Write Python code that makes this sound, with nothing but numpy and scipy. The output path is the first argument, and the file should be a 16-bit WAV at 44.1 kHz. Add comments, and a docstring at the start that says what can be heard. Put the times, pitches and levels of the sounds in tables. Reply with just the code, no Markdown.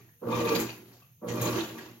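"""Top-load washer agitating

Once a second the motor drives a stroke: sine hum and tones, and pulses with noise that ring the tub,
cabinet and gears. Shaped noise swishes and fizzes, short chirps make drops, and resonant noise bursts
make splashes, then the water settles. The second full stroke lets go with a falling groan.
Heard close, in wide stereo, with a short tail and a steady noise floor."""
import sys
import numpy as np
from scipy import signal
from scipy.fft import rfft, irfft
from scipy.io import wavfile
from scipy.ndimage import uniform_filter1d

SR = 44100
rng = np.random.default_rng(int(sys.argv[2]) if len(sys.argv) > 2 else 0)


def int16_out(signal):
    """Quantize to a 16-bit WAV file."""
    q = np.round(np.clip(np.atleast_2d(signal).T, -1, 1) * 32767)
    wavfile.write(sys.argv[1], SR, q.astype(np.int16))


N = 88200  # samples, 2 s


def amp(db):
    """Decibels to gain."""
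    return 10 ** (np.asarray(db) / 20)


def evened(x):
    """Scale to rms 1."""
    return x / np.sqrt(np.mean(x ** 2) + 1e-20)


def read(points, hz):
    """Read a dB curve along a logarithmic pitch axis."""
    f, value = np.transpose(points)
    return np.interp(np.log(hz + 1), np.log(f + 1), value)


def level(table, column):
    """Column of a dB table as a gain over time."""
    rows = np.array(table)
    return amp(np.interp(np.arange(N) / SR, rows[:, 0], rows[:, column]))


def slow(rate):
    """Random wander of rms 1: noise averaged twice over 1/rate seconds."""
    width = int(SR / rate)
    return evened(uniform_filter1d(uniform_filter1d(rng.standard_normal(N), width), width))


def resonate(x, hz, width):
    """A fixed one-pole resonance with a gain of about 1 at its centre."""
    r = np.exp(-np.pi * width / SR)
    return 2 * signal.lfilter([1 - r], [1, -r * np.exp(2j * np.pi * hz / SR)], x).real


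def resonate_twice(x, hz, width):
    """Two equal resonances in a row, evened to rms 1."""
    return evened(resonate(resonate(x, hz, width), hz, width))


def coloured(x, spectrum):
    """Weight the whole spectrum by a dB curve, then even it to rms 1."""
    return evened(irfft(rfft(x) * amp(read(spectrum, np.fft.rfftfreq(N, 1 / SR))), N))


def noise(spectrum, patchy_db, flicker_db):
    """Random short-time spectra with drifting patches and a flicker shared by all pitches."""
    frames, hz = N // 128 + 5, np.fft.rfftfreq(512, 1 / SR)
    a, b, patches = rng.standard_normal((frames, 257, 3)).T
    patches = evened(uniform_filter1d(uniform_filter1d(patches, 8, 0), 10, 1))
    flicker = evened(uniform_filter1d(rng.standard_normal(frames), 3))
    gain = amp(read(spectrum, hz)[:, None] + patchy_db * patches + flicker_db * flicker)
    return evened(signal.istft((a + 1j * b) * gain, nperseg=512, noverlap=384)[1][:N])


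def load(column):
    """Motor load as a gain: each full stroke switches on abruptly, then follows its own curve."""
    # end of one stroke and two more, one list each: (time [s], hum level [dB], tub level [dB],
    # cabinet buzz level [dB], gear whine level [dB]), before the mix trims
    strokes = [
        [(0.0, -62, -38.5, -70, -58), (0.036, -57, -63, -89, -91), (0.072, -61, -69, -91, -83),
         (0.092, -60, -70, -91, -89), (0.104, -72.5, -66, -86, -100), (0.118, -74, -88, -86, -100),
         (0.128, -64, -89, -94, -90), (0.138, -80, -86, -98, -100), (0.166, -68, -87, -98, -100),
         (0.186, -83, -93, -106, -100), (0.2, -86, -87, -77, -99)],
        [(0.226, -92, -42, -41.5, -81), (0.268, -39, -36.5, -36.5, -69), (0.326, -42.5, -32, -31, -30),
         (0.364, -35, -33.5, -36.5, -37), (0.528, -43.5, -32.5, -32, -33.5), (0.608, -49, -33, -42, -44),
         (0.654, -44, -42, -51, -52.5), (0.85, -73, -54, -77, -112), (0.952, -56.5, -58.5, -76.5, -83),
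         (1.036, -79, -98, -94, -71), (1.128, -63, -100, -92, -110), (1.186, -91, -91, -93, -100),
         (1.2, -84, -75, -79, -106)],
        [(1.226, -57, -41.5, -41, -67), (1.286, -43.5, -38.5, -36.5, -77), (1.352, -36, -37, -42, -44.5),
         (1.388, -41, -37, -40, -40), (1.42, -30, -36.5, -40.5, -51), (1.442, -36.5, -31.5, -36, -36.5),
         (1.56, -36, -35, -38, -42), (1.586, -52, -30, -43.5, -41.5), (1.66, -52, -54, -60, -53),
         (1.738, -48.5, -45, -51, -59), (1.772, -72, -44, -56, -50), (1.928, -55.5, -55.5, -67, -70),
         (2.0, -64, -58, -75, -83)],
    ]
    switch_on_s = 0.013
    jolt_db = -13.5  # level just after switch-on, relative to the stroke's first point
    rows = list(strokes[0])
    for stroke in strokes[1:]:
        on = stroke[0][0] - switch_on_s
        jolt = np.array(stroke[0][1:]) + jolt_db
        rows += [(on, *rows[-1][1:]), (on + switch_on_s / 4, *jolt), *stroke]
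    return level(rows, column)


def background():
    """A steady noise floor, shaped by one fixed spectrum."""
    # noise floor spectrum: (frequency [Hz], relative level [dB])
    floor_curve = [(25, -21), (70, -1), (120, 13), (250, -7.5), (450, -27), (1200, -34.5), (2500, -20.5),
                   (5000, -28), (6600, -15.5), (7700, -35), (9500, -68), (13000, -8), (15800, -28)]
    return amp(-63) * coloured(rng.standard_normal(N), floor_curve)


def hum():
    """The windings hum at about twice the mains rate, wavering a little in pitch and level."""
    pitch_hz, pitch_waver_hz, level_waver_db = 119.2, 0.61, 1.5
    turns = np.cumsum(pitch_hz + pitch_waver_hz * slow(8.6)) / SR
    tone = np.sqrt(2) * np.sin(2 * np.pi * turns)
    return load(column=1) * tone * amp(level_waver_db * slow(21))


def ring(drive, modes, swell_db):
    """Each mode rings and swells on its own; neighbours alternate in sign."""
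    total = 0
    for k, (hz, width, db) in enumerate(modes):
        total = total + (-1) ** k * amp(db + swell_db * slow(12.8)) * resonate_twice(drive, hz, width)
    return evened(total)


def motor():
    """Mains-rate pulses and rough noise shake tub, cabinet and gears, which ring at their modes."""
    # modes of tub, cabinet and gears: (frequency [Hz], width [Hz], relative level [dB])
    tub_modes = [(170.8, 50, -4), (200, 21.4, -4.5), (234.2, 28, 0), (287.2, 22, 0.5), (325.8, 24.4, -1.5),
                 (363, 21.7, 0.5), (392.6, 49, -7)]
    cabinet_modes = [(467.9, 49, 0), (530.4, 35, -3.5), (600, 30, -2.5), (704, 36, -15.5), (738, 11, -12)]
    gear_modes = [(795, 20, -11), (896, 34, 2), (1015, 150, -7), (1098.4, 26, 3.5), (1157.4, 17.6, -0.5),
                  (1304, 11, -19), (1635, 17, -5), (1679, 20, -8.5), (2270, 75, -7), (2430, 40, -1),
                  (2556, 100, -4)]
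    # broad rumble spectrum: (frequency [Hz], relative level [dB])
    rumble_curve = [(40, -58), (70, -24), (95, -23), (150, -1.5), (400, 2), (650, -16), (1150, -6.5),
                    (1400, -16.5), (3000, -44.5), (6000, -61)]
    mains_hz, jitter, rough = 58.47, 0.02892, 0.66  # jitter: rms fraction of the rate; rough: noise share
    turns = np.cumsum(mains_hz * (1 + jitter * slow(59.8))) / SR
    pulses = np.diff(np.floor(turns), prepend=0) * amp(3.4 * slow(35))
    roughness = rng.standard_normal(N) * amp(1.63 * slow(110))
    drive = (1 - rough) * evened(pulses) + rough * roughness

    tub_load, cabinet_load = load(column=2), load(column=3)
    rumble = amp(-5) * coloured(drive, rumble_curve) * np.sqrt(tub_load * cabinet_load)
    rings = tub_load * ring(drive, tub_modes, swell_db=0.6)
    rings += cabinet_load * ring(drive, cabinet_modes, swell_db=0.5)
    rings += load(column=4) * ring(drive, gear_modes, swell_db=3.6)
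    return rumble + amp(-4.5) * rings


def tones():
    """Cleaner lines: a rotor tone gliding through each stroke, and a gear mesh following the whine."""
    # rotor tone, one list per full stroke: (time [s], pitch [Hz], level before trim [dB])
    rotor_strokes = [
        [(0.23, 473.7, -41), (0.33, 493.4, -59), (0.334, 489.7, -31), (0.472, 466.2, -26), (0.486, 464.1, -54),
         (0.494, 468.5, -31), (0.538, 461.0, -21), (0.6, 465.8, -34.5)],
        [(1.23, 471.5, -41.5), (1.256, 478.8, -32.5), (1.41, 476.1, -39), (1.436, 467.2, -43),
         (1.456, 463.4, -54), (1.488, 475.4, -26), (1.514, 475.1, -46), (1.56, 475.3, -42)],
    ]
    rows = [(0, 470, -90), (.212, 470, -70), (.217, 470, -48), *rotor_strokes[0], (.64, 460, -80),
            (1.212, 470, -90), (1.217, 470, -48), *rotor_strokes[1], (1.6, 470, -80)]
    times, pitches, _ = np.transpose(rows)
    rotor_hz = np.interp(np.arange(N) / SR, times, pitches) + 4.0 * slow(37)
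    rotor_gain = amp(-5 + 2.9 * slow(39)) * level(rows, column=2)
    rotor = rotor_gain * np.sin(2 * np.pi * np.cumsum(rotor_hz) / SR)
    mesh_hz = 1174 + 3.43 * slow(30)
    mesh = amp(-4) * load(column=4) * np.sin(2 * np.pi * np.cumsum(mesh_hz) / SR)
    return rotor + mesh


def drops():
    """Tiny bubbles at random moments: short decaying sines that rise slightly in pitch."""
    drops_per_s, spread_db = 3600, -10  # spread: average fall below the loudest drop
    size = amp(spread_db * np.minimum(rng.exponential(1, N), 4)) * (rng.random(N) < drops_per_s / SR)
    kind, out = rng.integers(0, 24, N), np.zeros(N)
    for k, hz in enumerate(np.geomspace(1300, 7000, 24)):
        u = np.arange(int(14 * SR / hz)) * hz / SR  # time in cycles of the starting pitch
        bubble = np.sin(2 * np.pi * u * (1 + 0.0096 * u)) * u * np.exp(-u / 1.25)
        out += signal.oaconvolve(size * (kind == k), bubble)[:N]
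    return evened(out)


def water():
    """Moving water: a noise swish mixed with drops, and a fine fizz above it."""
    # water motion: (time [s], swish level [dB], fizz level [dB]), before the mix trims
    motion = [(0.0, -60.5, -66), (0.19, -81.5, -69.5), (0.32, -42.5, -52), (0.34, -45, -51.5),
              (0.37, -38.5, -47), (0.42, -37, -50), (0.44, -40.5, -46), (0.48, -35, -49),
              (0.52, -40, -39.5), (0.54, -36.5, -45), (0.56, -28.5, -47), (0.58, -35, -42),
              (0.6, -32.5, -36), (0.68, -46.5, -63), (0.7, -44.5, -53.5), (0.82, -60, -61.5),
              (0.99, -62.5, -66.5), (1.21, -89, -71), (1.27, -56, -57.5), (1.29, -38, -54),
              (1.36, -49, -49.5), (1.4, -39.5, -48.5), (1.42, -39.5, -42), (1.46, -35, -44),
              (1.55, -38.5, -45.5), (1.6, -36, -48.5), (1.77, -52.5, -56), (1.79, -44.5, -55),
              (1.91, -57, -63.5), (2.0, -65.5, -64)]
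    # swish and fizz spectra: (frequency [Hz], relative level [dB])
    swish_curve = [(710, -1), (1200, -9), (1360, -8), (2130, -6.5), (2360, -9), (2840, -9), (4660, -13),
                   (5200, -15.5), (6530, -10.5), (7290, -16), (7860, -49), (9000, -27), (11700, -68),
                   (19800, -120)]
    fizz_curve = [(4590, -38), (7800, -18.5), (8760, -1.5), (9630, -2.5), (11900, 9), (12900, 9.5),
                  (15400, -3.5), (15800, 11)]
    swish = noise(swish_curve, patchy_db=1.54, flicker_db=2.97) + amp(-8.5) * drops()
    fizz = noise(fizz_curve, patchy_db=0.9, flicker_db=2.1)
    return level(motion, column=1) * amp(-4.0) * swish + level(motion, column=2) * amp(1.0) * fizz


def splashes():
    """Each splash is a tick and a burst of noise in one resonance, dying away."""
    # splashes: (start [s], nominal peak level [dB], pitch [Hz], width [Hz], time to fall 14 dB [s])
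    splash_rows = [(.01, -60.5, 2180, 603, 0.057), (0.089, -63, 1770, 250, 0.052),
                   (.324, -37, 2400, 256, 0.09), (0.325, -40.5, 3630, 300, 0.04),
                   (0.452, -38, 3650, 1500, 0.0079), (.472, -32.5, 2425, 303, 0.09),
                   (.551, -33.5, 4750, 200, 0.034), (.552, -24.5, 3330, 700, 0.0053),
                   (0.555, -29, 13700, 2500, 0.013), (.6, -33, 6700, 1540, 0.033),
                   (.601, -29.5, 13200, 2940, 0.02), (0.691, -36.5, 2600, 300, 0.025),
                   (.703, -38.5, 4620, 590, .008), (0.928, -59.5, 5050, 2500, 0.082),
                   (1.02, -60.5, 1176, 150, 0.032), (1.022, -62.5, 2620, 300, .04),
                   (1.284, -40.5, 6340, 1440, 0.061), (1.285, -38.5, 1950, 1510, 0.014),
                   (1.414, -32, 13300, 3500, 0.039), (1.417, -35.5, 6480, 1210, 0.057),
                   (1.453, -38, 6600, 1200, .04), (1.47, -38.5, 4100, 500, 0.035),
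                   (1.565, -36, 4600, 2000, 0.015), (1.606, -32, 3440, 1100, 0.017),
                   (1.782, -38.5, 1740, 980, 0.025)]
    rise_s, tick_db, crest_db = 0.0015, 4, 6  # crest: nominal peak above rms
    out, t = np.zeros(N + SR), np.arange(SR // 5) / SR
    for start, db, hz, width, length in splash_rows:
        drive = rng.standard_normal(len(t)) * (1 + amp(tick_db) * np.exp(-t / 0.00075))
        envelope = amp(db - crest_db - 14 * t / length) * np.minimum(t / rise_s, 1)
        out[round(start * SR):][:len(t)] += envelope * resonate_twice(drive, hz, width)
    return out[:N]


def groan():
    """A short falling groan as the second full stroke lets go: a sine gliding down to a lower pitch."""
    start_s, length_s, from_hz, to_hz = 1.56, 0.067, 420, 317.2
    u = np.clip((np.arange(N) / SR - start_s) / length_s, 0, None)
    hz = to_hz + (from_hz - to_hz) * np.exp(-2.5 * u) + 4.9 * slow(41)
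    return amp(-23) * u * np.exp(-2.6 * u) * 2 * np.sin(2 * np.pi * np.cumsum(hz) / SR)


def taps(t60):
    """Tub and room tail: sparse taps of random sign, falling 60 dB in t60 seconds, energy 1."""
    count = SR // 2
    signs = rng.choice([-1., 1.], count) * (rng.random(count) < .06)
    tail = signs * amp(-60 * np.arange(count) / SR / t60)
    return tail / np.linalg.norm(tail)


def stereo(x):
    """Wide stereo: a side signal of randomly wandering phase, stronger in the treble than in the bass."""
    # width: (frequency [Hz], side minus mid [dB])
    side_curve = [(40, -19), (120, -14), (240, -18), (480, -3), (950, -5), (1890, 2.5), (3770, 2),
                  (7520, 2), (15000, 2)]
    # balance: (frequency [Hz], left minus right [dB])
    balance_curve = [(60, -6.5), (150, -0.5), (300, -2.5), (600, -5), (1200, 0.5), (2500, -1.5), (6000, 1),
                     (14000, -2)]
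    hz, _, mid = signal.stft(x, SR, nperseg=512)
    wander = evened(uniform_filter1d(uniform_filter1d(rng.standard_normal(mid.shape), 3, 0), 4, 1))
    side = mid * np.exp(2j * wander) * amp(read(side_curve, hz))[:, None]
    tilt = amp(read(balance_curve, hz) / 2)[:, None]
    pair = np.array([(mid + side) * tilt, (mid - side) / tilt])
    return signal.istft(pair, SR, nperseg=512)[1][:, :N]


def scene():
    """Mix the washer, give all but the hum, tones and floor a tail, and spread it in stereo."""
    near = motor() + groan() + water() + splashes()
    tail = amp(-4) * signal.fftconvolve(near, taps(t60=0.33))[:N]
    return stereo(hum() + tones() + near + tail + background())


def record(dry):
    """The microphone's bass cut and the recorder's steep treble limit."""
    low_cut_hz, edge_hz = 70, 15900
    cut = signal.sosfilt(signal.butter(2, low_cut_hz, "high", fs=SR, output="sos"), dry)
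    band_limit = signal.firwin(511, edge_hz, window=("kaiser", 9), fs=SR)
    return signal.oaconvolve(cut, band_limit[None], "same")


dry = scene()
out = record(dry)
int16_out(out)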